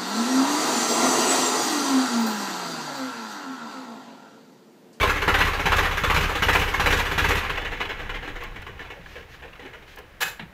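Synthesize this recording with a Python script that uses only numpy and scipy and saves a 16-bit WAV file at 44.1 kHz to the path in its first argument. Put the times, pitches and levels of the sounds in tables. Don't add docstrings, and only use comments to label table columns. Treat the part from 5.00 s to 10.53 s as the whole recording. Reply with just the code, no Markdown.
import sys
import numpy as np
from scipy import signal
from scipy.fft import rfft, irfft
from scipy.io import wavfile
from scipy.ndimage import uniform_filter1d

SR = 44100
rng = np.random.default_rng(int(sys.argv[2]) if len(sys.argv) > 2 else 0)


def generate_wav(signal):
    frames = np.transpose(np.atleast_2d(signal))
    scaled = np.clip(frames, -1, 1) * 32767
    pcm = np.round(scaled).astype(np.int16)
    wavfile.write(sys.argv[1], SR, pcm)


N = 243873
TIME = np.arange(N) / SR
FUEL_CUT_S, COAST_S = 2.39, 0.94

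# start_s, level_db, hold_s
CLACK_TIMES = [(2.571, -20.5, 0.0098), (2.646, -24.5, 0.017), (2.716, -26.5, 0.022), (2.802, -19.5, 0.01),
               (2.89, -25.5, 0.025), (2.99, -29, 0.031), (3.092, -25, 0.0092), (3.142, -26.5, .012),
               (3.224, -31, 0.039), (3.276, -27, 0.0098), (3.354, -30, 0.013), (3.403, -32.5, 0.028),
               (3.436, -31.5, 0.01), (3.558, -31, 0.0046), (3.664, -30.5, 0.0068), (3.791, -31.5, 0.025),
               (3.849, -37, 0.008), (3.901, -30, 0.008), (4.154, -34.5, .014), (4.421, -36.5, .016),
               (4.593, -35, .008), (4.62, -38.5, 0.012), (4.65, -34, 0.011), (4.73, -35, 0.015),
               (4.969, -38, .017)]
# frequency_hz, level_db (per Hz)
BLOCK_SPECTRUM = [(88, -44), (150, 2.5), (253, -13.5), (290, -6), (345, -8), (403, 1), (630, -5.5),
                  (1040, 2.5), (1870, 0.5), (2700, -2.5), (5220, -18), (6330, -17), (8980, -28),
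                  (13200, -23), (15400, -29.5)]
# frequency_hz, level_db (per Hz)
COASTING_SPECTRUM = [(88, -32), (150, -9.5), (248, -9), (290, -7), (332, -5), (471, 0.5), (561, -5.5),
                     (1060, -2), (1290, -5.5), (1690, 0), (2970, -6.5), (4730, -23.5), (6580, -23.5),
                     (8980, -37), (15400, -33)]
# frequency_hz, width_hz, lift_db
PANEL_MODES = [(297, 29, 8.5), (397, 12, 4.5), (488.3, 26, 7), (551, 8.3, 3), (789, 42, 5), (862, 7.4, 5),
               (1058, 52, 2), (1210, 230, -0.5), (1396, 65, 2.5), (1570, 38, 0), (1715, 9, -5),
               (1687, 110, 4.5), (1954, 10, 9), (2170, 21, 8), (2295, 67, 1.5), (2634, 300, 2),
               (2956, 32, 6.5), (3450, 34, 5.5), (3970, 170, 3.5)]
# frequency_hz, level_db (per Hz)
DASH_SPECTRUM = [(60, -30), (105, 0), (130, 2), (175, 8.5), (230, -3), (290, -17), (600, -47), (2000, -83)]


def amp(db):
    return 10 ** (np.asarray(db) / 20)


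def unit(x):
    return x / np.sqrt(np.mean(x ** 2) + 1e-20)


def add(mix, s, sound):
    start = round(s * SR)
    sound = sound[max(-start, 0):]
    part = mix[max(start, 0):][:len(sound)]
    part += sound[:len(part)]


def colour(x, spectrum, modes=(), size=16384):
    hz = abs(np.fft.fftfreq(size, 1 / SR))
    f, db = np.transpose(spectrum)
    shape_db = np.interp(np.log(hz + 1), np.log(f + 1), db)
    for centre, width, lift in modes:
        shape_db = shape_db + lift / (1 + (2 * (hz - centre) / width) ** 2)
    log_gain = np.log(amp(np.maximum(shape_db, -100)))
    response = np.exp(np.conj(signal.hilbert(log_gain)))
    ring = np.fft.ifft(response).real[:size // 2]
    return signal.oaconvolve(x, ring / np.linalg.norm(ring))[:N]


def grit(count, spread_db):
    sizes = unit(uniform_filter1d(rng.standard_normal(count), size=44))
    return unit(rng.standard_normal(count) * amp(spread_db * np.clip(sizes, -2, 2)))


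def blow(t, rise, t60, hold=0):
    t = np.maximum(t, 0)
    attack = 1 - np.exp(-t / max(rise, 1e-4))
    return attack * amp(-60 * np.maximum(t - hold, 0) / t60)


def tint(x, treble_db, low_db, edge_db, uneven_db=3):
    hz = np.fft.rfftfreq(len(x), 1 / SR)
    shelf_db = np.interp(hz, [650, 1100, 1800, 2700, 4000, 5500],
                         [low_db, 0, 0, edge_db, edge_db, treble_db])
    favoured_db = uneven_db * unit(uniform_filter1d(rng.standard_normal(len(hz)), size=30))
    return irfft(rfft(x) * amp(shelf_db) * unit(amp(favoured_db)), len(x))


def strokes():
    # start_s, strength_db, first_stroke_kick_db
    rounds = [(-0.099, 1, 0), (0.277, 0.5, 1.5), (0.655, 0, 0), (1.035, 0.4, -1.5), (1.421, 0.5, 0.2),
              (1.796, 0.5, -2), (2.178, -2.8, 3)]
    # knock_db, clatter_rise_s, clatter_hold_s, crack_db, thud_db, puff_db, rasp_db
    surge = [(-12.5, 0.0023, 0.014, -8, 5.5, 1.5, -3), (-12, 0.0049, 0.011, -2, -12, 1.5, 8),
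             (-11.5, 0.0025, .012, -5.5, -21, 0.5, 4), (-15.5, 0.0024, 0.018, -16, 0.5, -3, -12),
             (-20, 0.0027, 0.019, -21, -9, -6, -22), (-17.5, 0.0019, 0.0092, -9, -35, -4, -28)]
    stroke_s = 0.0633
    return [(start + k * stroke_s, db + kick_db * (k == 0), *row)
            for start, db, kick_db in rounds for k, row in enumerate(surge)]


def speed(s):
    return np.exp(-np.maximum(s - FUEL_CUT_S, 0) / COAST_S)


def knocks(knock_db=-6, t60=0.2, crack_db=-1, crack_t60=0.096, crack_treble_db=-7,
           rasp_db=-29, rasp_s=.043, rasp_low_db=-2, rasp_treble_db=5,
           spread_db=0.64, uneven_db=.5, unfuelled_treble_db=-5):
    out, t = np.zeros(N), np.arange(8192) / SR
    brighten_s, brighten_db = (0.66, 1.44), (-2, 0.45)
    for s, surge_db, stroke_db, rise, hold_s, burn_db, _, _, open_db in strokes():
        db = surge_db + stroke_db + uneven_db * rng.standard_normal()
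        bright_db = np.interp(s, brighten_s, brighten_db)
        treble_db = bright_db + unfuelled_treble_db * (s > FUEL_CUT_S)
        clatter = blow(t, rise, t60, hold_s) * grit(len(t), spread_db)
        add(out, s, amp(db + knock_db) * tint(clatter, treble_db, 0, bright_db))
        crack = blow(t, .0004, crack_t60, .002) * rng.standard_normal(len(t))
        crack = tint(crack, crack_treble_db, 0, crack_treble_db / 2)
        add(out, s, amp(db + crack_db + burn_db) * crack)
        rasp = blow(t, .004, .11, .01) * grit(len(t), spread_db)
        rasp = tint(rasp, rasp_treble_db + bright_db, rasp_low_db, rasp_treble_db / 2)
        add(out, s + rasp_s, amp(rasp_db + open_db) * rasp)
    return colour(out, BLOCK_SPECTRUM, PANEL_MODES)


def walls(x, wet_db=-20, t60=0.43):
    t = np.arange(SR // 2) / SR
    sparse = rng.random(len(t)) < .04
    taps = rng.standard_normal(len(t)) * sparse * blow(t - .012, 0.01, t60)
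    taps = signal.lfilter([1], [1, -.5], taps)
    return amp(wet_db) * signal.oaconvolve(x, taps / np.linalg.norm(taps))[:N]


def thuds(thud_hz=158, thud_db=-23, t60=0.039):
    out, t = np.zeros(N), np.arange(8192) / SR
    for s, *_, jolt_db, _, _ in strokes():
        hz = thud_hz * rng.uniform(1.0, 1.084)
        jolt = np.sin(2 * np.pi * hz * t) * blow(t, 0.00079, t60)
        add(out, s, amp(thud_db + jolt_db) * jolt)
    return out


def exhaust(delay_s=.041, echo_s=0.02745, echo=0.51, puff_db=-32.0, jitter_s=0.0018,
            uneven_db=0.7, unfuelled_db=-8, pumped_db=-10):
    # frequency_hz, level_db (per Hz)
    pipe = [(8, -44), (16, -22), (24, -16), (32, 7.5), (47, 4.5), (63, 3), (80, 7), (105, -1.5), (165, -24),
            (250, -13), (500, -56)]
    puffs = np.zeros(N)
    for s, *_, gas_db, _ in strokes():
        leaves = s + delay_s + jitter_s * rng.standard_normal()
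        db = gas_db + uneven_db * rng.standard_normal() + unfuelled_db * (leaves > FUEL_CUT_S)
        add(puffs, leaves, amp([db]))
    for s, _, _ in CLACK_TIMES:
        add(puffs, s + delay_s, amp([pumped_db]) * speed(s) ** 3)
    boom = colour(puffs, pipe)
    reflected = echo * np.interp(TIME - echo_s, TIME, boom, left=0)
    return amp(puff_db) * unit(boom + reflected)


def churn(running_db=-32.5, coasting_db=-33, speed_power=1.43, spread_db=0.8):
    running = np.interp(TIME - FUEL_CUT_S, [-.04, .16], [1, 0])
    rustle = speed(TIME) ** speed_power * grit(N, spread_db)
    fired = colour(amp(running_db) * running * rustle, BLOCK_SPECTRUM, PANEL_MODES)
    coasting = colour(amp(coasting_db) * (1 - running) * rustle, COASTING_SPECTRUM, PANEL_MODES)
    return fired + coasting


def chassis(idle_db=-44):
    # time_s, level_db
    rocking = [(2.45, -38), (3.45, -38), (4.0, -46.5), (4.8, -55), (5.5, -56.5)]
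    # frequency_hz, level_db (per Hz)
    shake = [(10, -2.5), (20, -12), (30, 10.5), (45, -5), (75, -3), (110, -9), (200, -14.5), (300, -23.5),
             (600, -70)]
    times, db = np.transpose([(FUEL_CUT_S - .1, idle_db), *rocking])
    return amp(np.interp(TIME, times, db)) * colour(rng.standard_normal(N), shake)


def air(rumble_db=-50.5, wash_db=-57):
    # frequency_hz, level_db (per Hz)
    yard = [(12, -55), (20, 2), (47, -14.5), (64, 3), (76, -6), (122, -7), (175, -10.5), (259, -18),
            (306, -12), (1410, -19.5), (1670, -17), (8380, -41.5), (15400, -38.5)]
    rumble = amp(rumble_db) * colour(rng.standard_normal(N), yard)
    return rumble + amp(wash_db) * colour(rng.standard_normal(N), COASTING_SPECTRUM)


def swish(seep_db=-63):
    # start_s, length_s, level_db
    swells = [(4.02, 0.23, -52.5), (4.29, 0.092, -52), (4.862, 0.1, -52.5)]
    # frequency_hz, level_db (per Hz)
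    hiss = [(500, -45), (1500, 9), (2600, 10), (4200, 1), (6500, -4), (9000, -18), (13000, -12),
            (16000, -15)]
    leak = amp(seep_db) * (TIME < CLACK_TIMES[-1][0])
    for s, length, db in swells:
        leak = leak + amp(db) * np.sin(np.pi * np.clip((TIME - s) / length, 0, 1))
    return colour(leak * rng.standard_normal(N), hiss)


def loose_parts(rate_per_s=24, tap_db=-34, speed_power=0.9, t60=0.069, spread_db=2.5,
                uneven_db=6.5, treble_db=-4, edge_db=3):
    out, t = np.zeros(N), np.arange(8192) / SR
    for k, (late, size) in enumerate(rng.uniform(-1, 1, (60, 2))):
        s = FUEL_CUT_S + (k + 2 + late / 2) / rate_per_s
        tap = blow(t, 0.0027, t60, 0.0071) * grit(len(t), spread_db)
        tap = tint(tap, treble_db, 0, edge_db)
        add(out, s, amp(tap_db + uneven_db * size) * speed(s) ** speed_power * tap)
    return colour(out, BLOCK_SPECTRUM, PANEL_MODES)


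def run_down(clack_db=-5.0, t60=0.19, rise=0.0024, slowing=0.053, spread_db=2, first_db=-5,
             first_t60=0.058, treble_db=-1.5, low_db=-3, edge_db=1.0, hollow_db=4, dull_db=-2):
    out, t = np.zeros(N), np.arange(12000) / SR
    for s, db, hold_s in CLACK_TIMES:
        stretch, lost = speed(s) ** -slowing, 1 - speed(s)
        contact = amp(first_db) / stretch ** 2 * blow(t, rise / 2, first_t60)
        rattle = blow(t, rise * stretch, t60 * stretch, hold_s)
        clack = (contact + rattle) * grit(len(t), spread_db)
        clack = tint(clack, treble_db, low_db + hollow_db * lost, edge_db + dull_db * lost)
        add(out, s, amp(db + clack_db) * clack)
    return colour(out, COASTING_SPECTRUM, PANEL_MODES)


def ticks(t60=0.039):
    # start_s, level_db
    tick_times = [(3.436, -41.5), (3.618, -48), (4.959, -44), (4.986, -41)]
    taps = sum(amp(db) * blow(TIME - s, .0005, t60) for s, db in tick_times)
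    return colour(taps * rng.standard_normal(N), [(1000, -15), (5000, 1), (9000, -8), (14000, -1)])


def intake(width_hz=120, rise=0.015, t60=0.13):
    # start_s, pitch_hz, level_db
    gulps = [(3.67, 462, -46), (3.959, 514, -40), (4.17, 475, -43), (4.43, 495, -42), (4.629, 297, -41),
             (4.74, 533, -52), (4.98, 453, -42.5)]
    out, t = np.zeros(N), np.arange(8192) / SR
    for s, hz, db in gulps:
        pole = np.exp((2j * np.pi * hz - np.pi * abs(width_hz)) / SR)
        draught = rng.standard_normal(2 * len(t))
        hoot = signal.lfilter([1], np.poly([pole, pole]), draught).real[len(t):]
        add(out, s, amp(db) * unit(hoot) * blow(t, rise, t60, 0.026))
    return out


def bump(bump_s=3.978, bump_db=-46, rise=.006, t60=0.15, hold_s=0.018):
    nudge = amp(bump_db) * blow(TIME - bump_s, rise, t60, hold_s)
    return colour(nudge * rng.standard_normal(N), DASH_SPECTRUM)


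def knob_scrape(pull_s=5.204, jerk_db=-20.5, jerk_s=0.028, jerk_low_db=-4,
                slide_db=-32.0, slide_s=0.081, slide_low_db=1, spread_db=1.0):
    # frequency_hz, level_db (per Hz)
    scrape = [(88, -59), (150, -6), (296, -24), (380, -12), (583, -7.5), (668, -19), (750, -4),
              (1130, -8.5), (1630, 0.5), (1940, -6), (5530, -15.5), (7110, -14), (9150, -26),
              (11100, -15.5), (15400, -19)]
    # frequency_hz, width_hz, lift_db
    rod = [(485, 27, 8), (900, 36, 7), (1700, 100, 6), (1800, 33, 1), (2140, 30, 10), (2550, 32, 13.5),
           (2926, 53, 11.5), (3600, 97, 8), (4000, 130, 7.5), (5100, 30, -6), (7340, 54, 13.5),
           (10500, 70, 7), (13100, 45, 5), (14600, 60, 9)]
    t = TIME - pull_s
    jerk = amp(jerk_db) * blow(t, 0.0086, 0.058, jerk_s) * grit(N, spread_db)
    slide = amp(slide_db) * blow(t, .004, .23, slide_s) * grit(N, spread_db)
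    friction = tint(jerk, 0, jerk_low_db, 0, 0) + tint(slide, 0, slide_low_db, 0, 0)
    return colour(friction, scrape, rod)


def knob_clunk(clunk_s=5.394, clunk_db=-32, rebound_s=0.029, rebound_db=-10, spread_db=0.5,
               boom_db=-37, ring_db=-35, ring_s=0.016, flexed_hz=215, relaxed_hz=125,
               relax_s=0.031, ring_t60=0.19):
    # frequency_hz, level_db (per Hz)
    clunk_spectrum = [(120, -29), (200, -10), (443, -20), (659, -18.5), (849, -12), (1040, -22),
                      (1660, -13), (3940, -23), (4720, -39), (15000, -58)]
    t = TIME - clunk_s
    seat = blow(t, .001, 0.096, 0.0053)
    rebound = amp(rebound_db) * blow(t - rebound_s, 0.00091, 0.11)
    clunk = colour(amp(clunk_db) * (seat + rebound) * grit(N, spread_db), clunk_spectrum)
    boom = amp(boom_db) * blow(t, 0.012, 0.26, 0.014) * rng.standard_normal(N)
    hz = relaxed_hz + (flexed_hz - relaxed_hz) * np.exp(-np.maximum(t - ring_s, 0) / relax_s)
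    note = np.sin(2 * np.pi * np.cumsum(hz) / SR)
    ring = amp(ring_db) * blow(t - ring_s, .002, ring_t60) * note
    return clunk + colour(boom, DASH_SPECTRUM) + ring


def scene():
    clatter = knocks() + swish() + loose_parts() + run_down() + ticks() + intake() + bump()
    clatter = clatter + knob_scrape() + knob_clunk()
    engine = clatter + walls(clatter) + thuds() + exhaust() + churn() + chassis()
    return (engine + air())[None]


def record(dry, edge_hz=15660):
    low_pass = signal.firwin(511, edge_hz, window=("kaiser", 9), fs=SR)
    return signal.oaconvolve(dry, low_pass[None], "same")


dry = scene()
out = record(dry)
generate_wav(out)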